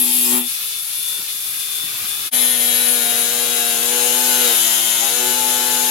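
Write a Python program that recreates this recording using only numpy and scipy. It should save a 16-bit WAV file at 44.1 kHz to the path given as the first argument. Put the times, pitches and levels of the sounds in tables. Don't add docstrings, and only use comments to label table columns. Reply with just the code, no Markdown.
import sys
import numpy as np
from scipy import signal
from scipy.fft import rfft, irfft, next_fast_len
from scipy.io import wavfile
from scipy.ndimage import map_coordinates

SR = 44100
rng = np.random.default_rng(int(sys.argv[2]) if len(sys.argv) > 2 else 0)


def store_wav(level_fs):
    pcm = np.round(np.clip(np.atleast_2d(level_fs), -1, 1) * 32767)
    wavfile.write(sys.argv[1], SR, pcm.T.astype(np.int16))


N = 260322
T = np.arange(N) / SR
FRAME_HZ = 200
FRAMES = np.arange(int(N / SR * FRAME_HZ) + 2) / FRAME_HZ
FREE_TURNS_HZ, GEAR_RATIO = 123.77, 32 / 9
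LIFT_S, TRIM_START_S = .49, 2.308

# time in seconds, turns per second.
ARCH_SPEED = [(0.0, 123.1), (0.09, 123.7), (0.332, 123.5), (0.416, 122.5), (0.45, 123.3)]
TRIM_SPEED = [(2.34, 123.62), (2.55, 121.57), (2.93, 121.41), (3.09, 118.45), (3.4, 120.13), (3.66, 118.49),
              (3.77, 117.38), (3.94, 121.85), (4.06, 121.19), (4.2, 123.99), (4.4, 123.17), (4.5, 118.53),
              (4.61, 112.92), (4.99, 112.83), (5.13, 120.64), (5.29, 123.98), (5.6, 123.58), (5.9, 123.82)]
# time in seconds, depth from 0 to 1.
DEPTH = [(2.4, 0.0), (2.85, 0.11), (3.15, 0.28), (3.8, 0.51), (4.05, 0.62), (4.4, 0.44), (5.12, 0.68),
         (5.24, 0.64)]
# time in seconds, binding from 0 to 1.
BINDING = [(4.4, 0), (4.6, 1), (5.0, 1), (5.25, 0)]
# time in seconds, gain in dB.
PRESSURE = [(2.34, 1), (2.46, 0.1), (2.52, -2), (2.62, -0.6), (2.8, 0), (3.2, -0.5), (3.8, -0.5), (4.05, 2),
            (4.2, 1.5), (4.48, 3), (4.65, 1.5), (4.9, 0), (5.05, -0.1), (5.3, 0.1), (5.9, 0.8)]
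# centre in seconds, half length in seconds, swell in dB.
SNAGS = [(0.351, 0.071, 13), (4.473, 0.037, 1.5), (5.04, 0.04, 4)]
# frequency in Hz, share of the swell.
FLAP = [(120, 0.05), (250, 0.75), (500, 0.83), (1300, 0.74), (1550, 0.38), (3000, 0.028)]
# harmonic number, then relative
# levels in dB on the arch, on the trim's edge, half-way in, deep in and when pinched.
DISC_HARMONICS = [(1, -71, -54, -68, -38, -61), (2, -33, -43, -44, -50, -48), (3, -44, -59, -45, -40, -46),
                  (4, -57, -58, -50, -50, -56), (5, -57, -45, -47, -48, -50), (6, -53, -44, -42, -42, -44),
                  (7, -49, -55, -45, -35.5, -46), (8, -56, -51, -54, -43, -45),
                  (9, -57, -54, -54, -40, -49), (10, -55, -50, -51, -42, -50),
                  (11, -58, -57, -47, -45, -49), (12, -59, -46, -43, -49, -48),
                  (13, -60, -50, -47, -50, -47), (14, -55, -45, -44, -48, -50),
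                  (15, -52, -38.5, -52, -52, -48), (16, -52, -48, -51, -52, -51),
                  (17, -60, -40, -45, -49, -44), (18, -52, -48, -52, -45, -47),
                  (19, -53, -38.5, -48, -43, -42), (20, -44, -44, -44, -50, -51),
                  (21, -46, -45, -44, -49, -47), (22, -43, -47, -44, -42, -47),
                  (23, -43, -46, -41, -48, -45), (24, -50, -42, -43, -41, -44),
                  (25, -45, -45, -46, -42, -42), (26, -42, -42, -48, -42, -41),
                  (27, -45, -34, -44, -46, -43), (28, -42, -38, -43, -44, -39),
                  (29, -47, -45, -44, -47, -41), (30, -42, -44, -47, -46, -42),
                  (31, -46, -41, -43, -46, -38), (32, -42, -35.5, -38.5, -37, -36.5),
                  (33, -55, -41, -45, -43, -45), (34, -54, -48, -45, -50, -46),
                  (35, -50, -42, -45, -50, -39), (36, -47, -41, -48, -47, -48)]
# start in seconds, end in seconds, harmonic number, relative level in dB.
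SQUEALS = [(0.0, 0.39, 87, -30), (0.24, 0.3, 20, -44), (0.25, 0.295, 42, -32), (2.36, 2.95, 85, -32),
           (2.4, 2.95, 91, -29), (2.45, 2.95, 94, -30), (2.5, 2.95, 90, -33), (2.5, 2.95, 93, -35),
           (2.5, 2.95, 98, -38), (2.36, 3.8, 42, -45), (2.42, 2.5, 29, -35), (2.36, 2.56, 28, -35),
           (3.45, 3.9, 28, -40), (3.95, 4.42, 90, -33), (4.45, 4.54, 4, -35), (4.5, 4.6, 7, -35),
           (4.55, 5.05, 57, -37), (4.6, 5.05, 64, -36), (4.7, 5.0, 96, -33), (5.02, 5.085, 7, -34),
           (5.19, 5.32, 3, -40), (5.2, 5.9, 57, -41), (5.25, 5.9, 85, -39), (5.3, 5.9, 102, -39)]
# multiple of the motor speed, relative level in dB.
RATTLE_TONES = [(1, -46), (2, -52.5), (3, -76), (4, -52), (10, -40.5), (11, -40.5), (17, -39), (19, -39.5)]
MOTOR_TONES = [(1, -27), (8, 0), (12, -22), (16, -21), (19, -15)]
# time in seconds, level in dB.
FREE_WHINE = [(0.36, -41), (0.42, -34.5), (0.47, -34.5), (0.52, -42), (0.662, -40), (0.698, -37),
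              (0.788, -33.5), (0.85, -46), (0.96, -38), (1.072, -32), (1.18, -32.5), (1.245, -43),
              (1.3, -35.5), (1.46, -41), (1.592, -39), (1.604, -32), (1.7, -34), (1.83, -31), (1.91, -40),
              (1.95, -35), (2.036, -45), (2.122, -32), (2.2, -35), (2.27, -38)]
TRIM_WHINE = [(2.34, -38), (2.5, -37), (2.6, -42), (3.3, -43), (4.3, -43), (4.8, -45), (5.2, -42),
              (5.55, -35), (5.9, -39)]
# time in seconds, gain in dB.
LOW_RUSH = [(.5, 4.5), (.8, 1), (1.45, 4), (2.0, 8.5)]
# start in seconds, peak level in dB.
BUMPS = [(1.185, -38.5), (1.83, -33.5), (2.012, -41)]
CHIPS = [(0.254, -19), (1.516, -25), (2.4, -23), (2.469, -17), (4.477, -6), (4.523, -8)]

# centre in Hz, width in Hz, gain in dB.
PANEL_MODES = [(253.7, 19, 8.5), (482.9, 29, 17), (711, 9, 5.5), (873.3, 26, 12.5), (1526, 71, 5.5),
               (1692, 25, 2.5), (2804, 48, 5.5), (3058, 92, 9.5)]
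DISC_GUARD_MODES = [(2530, 630, 4), (10730, 470, 2), (11200, 950, 1.03)]
# centre in Hz, width in Hz, gain in dB.
EDGE_TONE = [(1850, 130, 4), (2450, 400, 1.5), (3400, 330, -0.5), (4800, 200, -3), (5870, 160, -5),
             (8400, 500, -8), (9550, 400, 5), (10300, 160, 6), (11500, 900, -0.5), (12300, 500, -1)]
SUNK_TONE = [(2100, 180, 0), (3820, 200, 3), (4550, 260, -6), (5830, 300, -3), (6520, 200, 0.5),
             (7130, 340, 2.5), (8480, 280, -3), (8840, 200, 4.5), (10650, 210, -0.5)]
PINCHED_TONE = [(3130, 500, -0.5), (3880, 180, 0), (4440, 600, -2.5), (5560, 500, -2.5), (6230, 160, -4),
                (6800, 600, 2), (8000, 460, -3), (10200, 820, -4), (11400, 1200, 4), (13300, 600, -6)]
# frequency in Hz, relative spectral density in dB.
ARCH_COLOUR = [(50, -57), (130, -30), (260, -15), (550, -30), (1000, -23), (1600, -28.5), (2600, -17.5),
               (3600, -12), (4900, -12), (6300, -16.5), (7500, -8.5), (8500, -10.5), (11000, -1),
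               (13000, -0.5), (15800, -9.5)]
AIR_COLOUR = [(50, -35), (113, -17.5), (150, -19.5), (430, -24.5), (560, -24.5), (850, -23), (1300, -15),
              (2050, -16), (2330, -10), (3700, -3), (8500, -8.5), (11000, 1.5), (13000, -3.5), (15800, -10)]
TRIM_COLOUR = [(50, -45), (130, -19), (260, -20.5), (550, -17.5), (1000, -17.5), (1600, -19), (2600, -18),
               (3600, -10), (4700, -11), (5800, -9), (6600, -5), (7300, -7.5), (8400, -10.5), (11000, -2),
               (13000, -2.5), (15800, -13.5)]
# frequency in Hz, left minus right in dB.
ARCH_PAN = [(100, 5), (270, 3), (750, 5.5), (2000, 10), (3300, 0.5), (5500, 5), (9000, 16), (11000, 8.5),
            (13000, -7), (15000, 11)]
AIR_PAN = [(100, -1), (270, 6), (750, 6), (2000, 9.5), (3300, -1), (5500, 0.5), (9000, 14.5), (11000, 11),
           (13000, -10), (15000, 3)]
TRIM_PAN = [(100, 5), (270, 0.5), (480, 5.5), (850, 9), (2000, 11), (3300, 4.5), (5500, 7.5), (9000, 18),
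            (11000, 9.5), (13000, -4), (15000, 8)]
# frequency in Hz, left-right correlation.
COHERENCE = [(60, 0.25), (130, 0.54), (400, 0.083), (1000, 0.058), (8000, 0.093), (14000, 0.19)]
BAND_CENTRES_HZ = [800, 2800, 6800, 10900, 13000]
ARCH_BANDS_DB = [1.5, -2, 3.5, -2.5, 0.5]
EDGE_BANDS_DB = [-0.07, 1.6, -0.91, 1.5, -0.43]
DEEP_BANDS_DB = [3, 3, 3.5, -5.5, -2]
PINCHED_BANDS_DB = [-3.5, 0, 1, 2, 2]
AIR_FOLLOWS = [0.021, 0.13, 0.056, 0.048, 0.04]


def trim_cut(turns, bite_s=.13, bite_db=3):
    depth = in_time(DEPTH, FRAMES)
    pinched = in_time(BINDING, FRAMES)
    pressure_db = in_time(PRESSURE, FRAMES)
    swells_db = blend([EDGE_BANDS_DB, DEEP_BANDS_DB], depth)
    swells_db += np.outer(PINCHED_BANDS_DB, pinched) + pressure_db
    swells_db[0] += snag_db(FRAMES)
    repeats = per_sample(np.interp(depth, [0, 1], [.71, .5]))
    grains = abrasion(turns, repeats, wear_hz=6.7, throb_db=1.1, grain_db=1)
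    rasp = coloured(grains, TRIM_COLOUR, TRIM_PAN, swells_db, shriek_db=-19.5, flicker_db=.47)
    rasp = shifting_tone(rasp, depth, pinched)
    *by_depth_db, pinched_db = np.transpose(DISC_HARMONICS)[2:]
    levels_db = (1 - pinched) * blend(by_depth_db, depth) + np.outer(pinched_db, pinched) + pressure_db
    levels_db -= bite_db * np.clip(1 - (FRAMES - TRIM_START_S) / bite_s, 0, 1)
    drone = panel_drone(turns, TRIM_SPEED, levels_db, PANEL_MODES, TRIM_PAN, rough=.9, swing_db=2)
    rattle_gain = per_sample(from_db(pressure_db - 5 * pinched - 1.9 * (2 - depth)))
    return rasp + from_db(1.7) * drone + rattle_gain * rattle(turns)


def arch_cut(turns, ease_s=.11, ease_db=17):
    pressure_db = -ease_db * np.clip(1 + (FRAMES - LIFT_S) / ease_s, 0, 1)
    swells_db = np.array(ARCH_BANDS_DB)[:, None] + pressure_db
    swells_db[0] += snag_db(FRAMES)
    grains = abrasion(turns, repeats=.65, wear_hz=7.1, throb_db=1.5, grain_db=2)
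    rasp = coloured(grains, ARCH_COLOUR, ARCH_PAN, swells_db, shriek_db=-17.5, flicker_db=1.5)
    levels_db = np.array(DISC_HARMONICS)[:, [1]] + .38 * pressure_db
    drone = panel_drone(turns, ARCH_SPEED, levels_db, [], ARCH_PAN, rough=.65, swing_db=2.5)
    return rasp + from_db(1.2) * drone


def abrasion(turns, repeats, wear_hz, throb_db, grain_db, count=135, split_hz=4500):
    harmonic = np.arange(1, count + 1)[:, None]
    disc_ring = np.exp(-((harmonic * FREE_TURNS_HZ - 11100) / 900) ** 2)
    weight = (harmonic > len(DISC_HARMONICS)) * (.65 + 1.05 * disc_ring)
    returning = np.array([rms_one(spin(wander(wear_hz, count) * weight, turns)) for _ in range(2)])
    white = rng.standard_normal((2, N))
    grain_gain = from_db(grain_db * rng.standard_normal(N // 16 + 1).repeat(16)[:N])
    tearing = rms_one(white * grain_gain)
    pressure = from_db(throb_db * rms_one(spin(wander(.99, count=4), turns)))
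    low = signal.sosfilt(signal.butter(3, split_hz, fs=SR, output="sos"), tearing)
    high = signal.sosfilt(signal.butter(3, split_hz, "high", fs=SR, output="sos"), tearing)
    return pressure * (low + np.sqrt(1 - repeats) * high + .7 * np.sqrt(repeats) * returning)


def panel_drone(turns, speed_curve, levels_db, modes, pan, rough, swing_db):
    count = len(DISC_HARMONICS)
    harmonic = np.arange(1, count + 1)[:, None]
    hz = harmonic * in_time(speed_curve, FRAMES)
    height = harmonic / count
    lift_db = peaks_db(modes, hz)
    db = levels_db + lift_db + at_hz(FLAP, hz) * snag_db(FRAMES)
    unsteady = np.cbrt(height) * from_db(-.9 * np.clip(lift_db, 0, 8))
    db += swing_db * unsteady * rms_one(wander(2.85, count).real)
    start_phase = np.exp(2j * np.pi * rng.random(harmonic.shape))
    skew = np.exp(1j * (.13 + .5 * np.sqrt(height)) * rng.choice([-1, 1], harmonic.shape))
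    waver = rough * unsteady
    strength = from_db(db) * start_phase / np.sqrt(1 + waver ** 2)
    return np.array([spin(strength * gain * (phase + waver * wander(11, count)), turns)
                     for gain, phase in zip(panned(at_hz(pan, hz)), (skew, skew.conj()))])


def shifting_tone(rasp, depth, pinched, sunk_depth=.14):
    hz, t, spectra = signal.stft(rasp, SR, nperseg=1024)
    sunk = np.interp(t, FRAMES, np.clip(depth / sunk_depth, 0, 1))
    bound = np.interp(t, FRAMES, pinched)
    stages = [(EDGE_TONE, 1 - sunk), (SUNK_TONE, sunk * (1 - bound)), (PINCHED_TONE, bound)]
    db = sum(np.outer(peaks_db(peaks, hz), share) for peaks, share in stages)
    return signal.istft(spectra * from_db(db), SR)[1][:, :N]


def snag_db(t):
    return sum(db * np.exp(-((t - centre) / length) ** 2) for centre, length, db in SNAGS)


def squeals(turns, gain_db=1.5, pan_db=10, rough=.81, ramp_s=.021):
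    out = np.zeros((2, N))
    for start, end, harmonic, db in SQUEALS:
        gate = np.clip(np.minimum(T - start, end - T) / ramp_s + .5, 0, 1)
        tone = gate * from_db(db) * np.exp(2j * np.pi * (harmonic * turns + rng.random()))
        waver = (1 + rough * wander(18, count=2)) / np.sqrt(1 + rough ** 2)
        out += [(tone * per_sample(side)).real for side in waver]
    return np.sqrt(2) * from_db(gain_db) * panned([pan_db]) * out


def rattle(turns, rough=3, pan_db=10):
    out = 0
    for multiple, db in RATTLE_TONES:
        tone = from_db(db) * np.exp(2j * np.pi * multiple * GEAR_RATIO * turns)
        contact = (1 + rough * wander(10.6)[0]) / np.sqrt(1 + rough ** 2)
        out += (tone * per_sample(contact)).real
    return np.sqrt(2) * panned([pan_db]) * out


def motor_whine(turns, whine_db, pan_db=12.5, waver_db=1.2):
    angle = 2 * np.pi * GEAR_RATIO * turns
    sides = []
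    for _ in range(2):
        tones = sum(from_db(db) * np.sin(k * angle + .5 * drift(4.1)) for k, db in MOTOR_TONES)
        sides.append(tones * from_db(waver_db * drift(16)))
    return np.sqrt(2) * from_db(whine_db) * panned([pan_db]) * sides


def air_rush():
    usual_db = np.median(np.array(FREE_WHINE)[:, 1])
    swells_db = np.outer(AIR_FOLLOWS, in_time(FREE_WHINE, FRAMES) - usual_db)
    swells_db[0] += in_time(LOW_RUSH, FRAMES)
    white = rng.standard_normal((2, N))
    return coloured(white, AIR_COLOUR, AIR_PAN, swells_db, shriek_db=-26.5, flicker_db=1.24)


def impacts(events, band_hz, decay_s):
    out = np.zeros(N)
    band = signal.butter(2, band_hz, "band", fs=SR, output="sos")
    age = T[:SR // 4]
    for start, db in events:
        burst = signal.sosfilt(band, rng.standard_normal(len(age)) * np.exp(-age / decay_s))
        at = int(start * SR)
        out[at:at + len(age)] += (from_db(db) * burst / np.abs(burst).max())[:N - at]
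    return out


def reflected(x, delay_s=.0022, sway_s=.00018, strength=.3):
    late = np.arange(N) - SR * (delay_s + sway_s * drift(.8))
    return x + strength * np.array([np.interp(late, np.arange(N), side) for side in x])


def coloured(source, colour, pan, swells_db, shriek_db, flicker_db, shriek_from_hz=8500):
    size = next_fast_len(N)
    hz = np.arange(size // 2 + 1) * SR / size
    mid, side = rfft(reflected(source), size)
    alike = at_hz(COHERENCE, hz)
    spectrum = np.sqrt(1 + alike) * mid + np.sqrt(1 - alike) * side * [[1], [-1]]
    spectrum *= from_db(at_hz(colour, hz) + peaks_db(DISC_GUARD_MODES, hz)) * panned(at_hz(pan, hz))
    shriek = irfft(spectrum.mean(axis=0) * (hz > shriek_from_hz), size)
    spectrum *= from_db(shriek_db) / shriek.std()
    out = 0
    for peak, db in zip(np.eye(len(BAND_CENTRES_HZ)), swells_db):
        band = irfft(spectrum * np.interp(hz, BAND_CENTRES_HZ, peak), size)[:, :N]
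        out += band * from_db(per_sample(db) + flicker_db * drift(5.8))
    return out


def spin(harmonics, turns, size=2048):
    pattern = irfft(np.pad(harmonics, ((1, 0), (0, 0))), size, axis=0) * size / np.sqrt(2)
    return map_coordinates(pattern, [turns % 1 * size, T * FRAME_HZ], order=1, mode="grid-wrap")


def peaks_db(peaks, hz):
    return sum(db / (1 + (2 * (hz - centre) / width) ** 2) for centre, width, db in peaks)


def wander(rate_hz, count=1):
    pole = np.exp(-2 * np.pi * rate_hz / FRAME_HZ)
    real, imag = rng.standard_normal((2, count, 2 * len(FRAMES)))
    smooth = signal.lfilter([1], [1, -2 * pole, pole * pole], real + 1j * imag)
    return rms_one(smooth[:, len(FRAMES):])


def drift(rate_hz):
    return per_sample(rms_one(wander(rate_hz)[0].real))


def blend(stages, depth):
    return np.array([np.interp(depth, np.linspace(0, 1, len(stages)), row)
                     for row in np.transpose(stages)])


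def panned(pan_db):
    ratio = from_db(pan_db)
    return np.array([2 * ratio, np.full_like(ratio, 2)]) / (1 + ratio)


def in_time(curve, t):
    return np.interp(t, *np.transpose(curve))


def per_sample(frames):
    return np.interp(T, FRAMES, frames)


def at_hz(points, hz):
    known_hz, value = np.transpose(points)
    return np.interp(np.log(np.maximum(hz, 1)), np.log(known_hz), value)


def from_db(db):
    return 10 ** (np.asarray(db) / 20)


def rms_one(x):
    return x / np.sqrt(np.mean(np.abs(x) ** 2) + 1e-20)


def scene(release_s=.0618, fade_s=.03):
    touching = np.clip((LIFT_S - T) / release_s, 0, 1)
    on_trim = T > TRIM_START_S
    first_speed = touching * in_time(ARCH_SPEED, T) + (1 - touching) * FREE_TURNS_HZ
    speed = np.where(on_trim, in_time(TRIM_SPEED, T), first_speed)
    tremble = (.0002 + .0005 * np.maximum(touching, on_trim)) * drift(15)
    turns = np.cumsum(speed * (1 + tremble)) / SR
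    arch = np.sqrt(touching) * arch_cut(turns)
    air = np.sqrt(1 - touching) * air_rush()
    whine_db = np.where(on_trim, in_time(TRIM_WHINE, T), in_time(FREE_WHINE, T))
    tool = np.where(on_trim, trim_cut(turns), arch + air) + motor_whine(turns, whine_db) + squeals(turns)
    bumps = impacts(BUMPS, band_hz=[57, 310], decay_s=.034)
    chips = impacts(CHIPS, band_hz=[2500, 16000], decay_s=.0016) * panned([6])
    fade = np.clip(np.abs(T - TRIM_START_S) / fade_s, 0, 1) ** 2
    return (tool + bumps + chips) * np.maximum(fade, .015)


def record(dry, cutoff_hz=15900):
    return signal.sosfilt(signal.ellip(12, .1, 80, cutoff_hz, fs=SR, output="sos"), dry)


dry = scene()
out = record(dry)
store_wav(out)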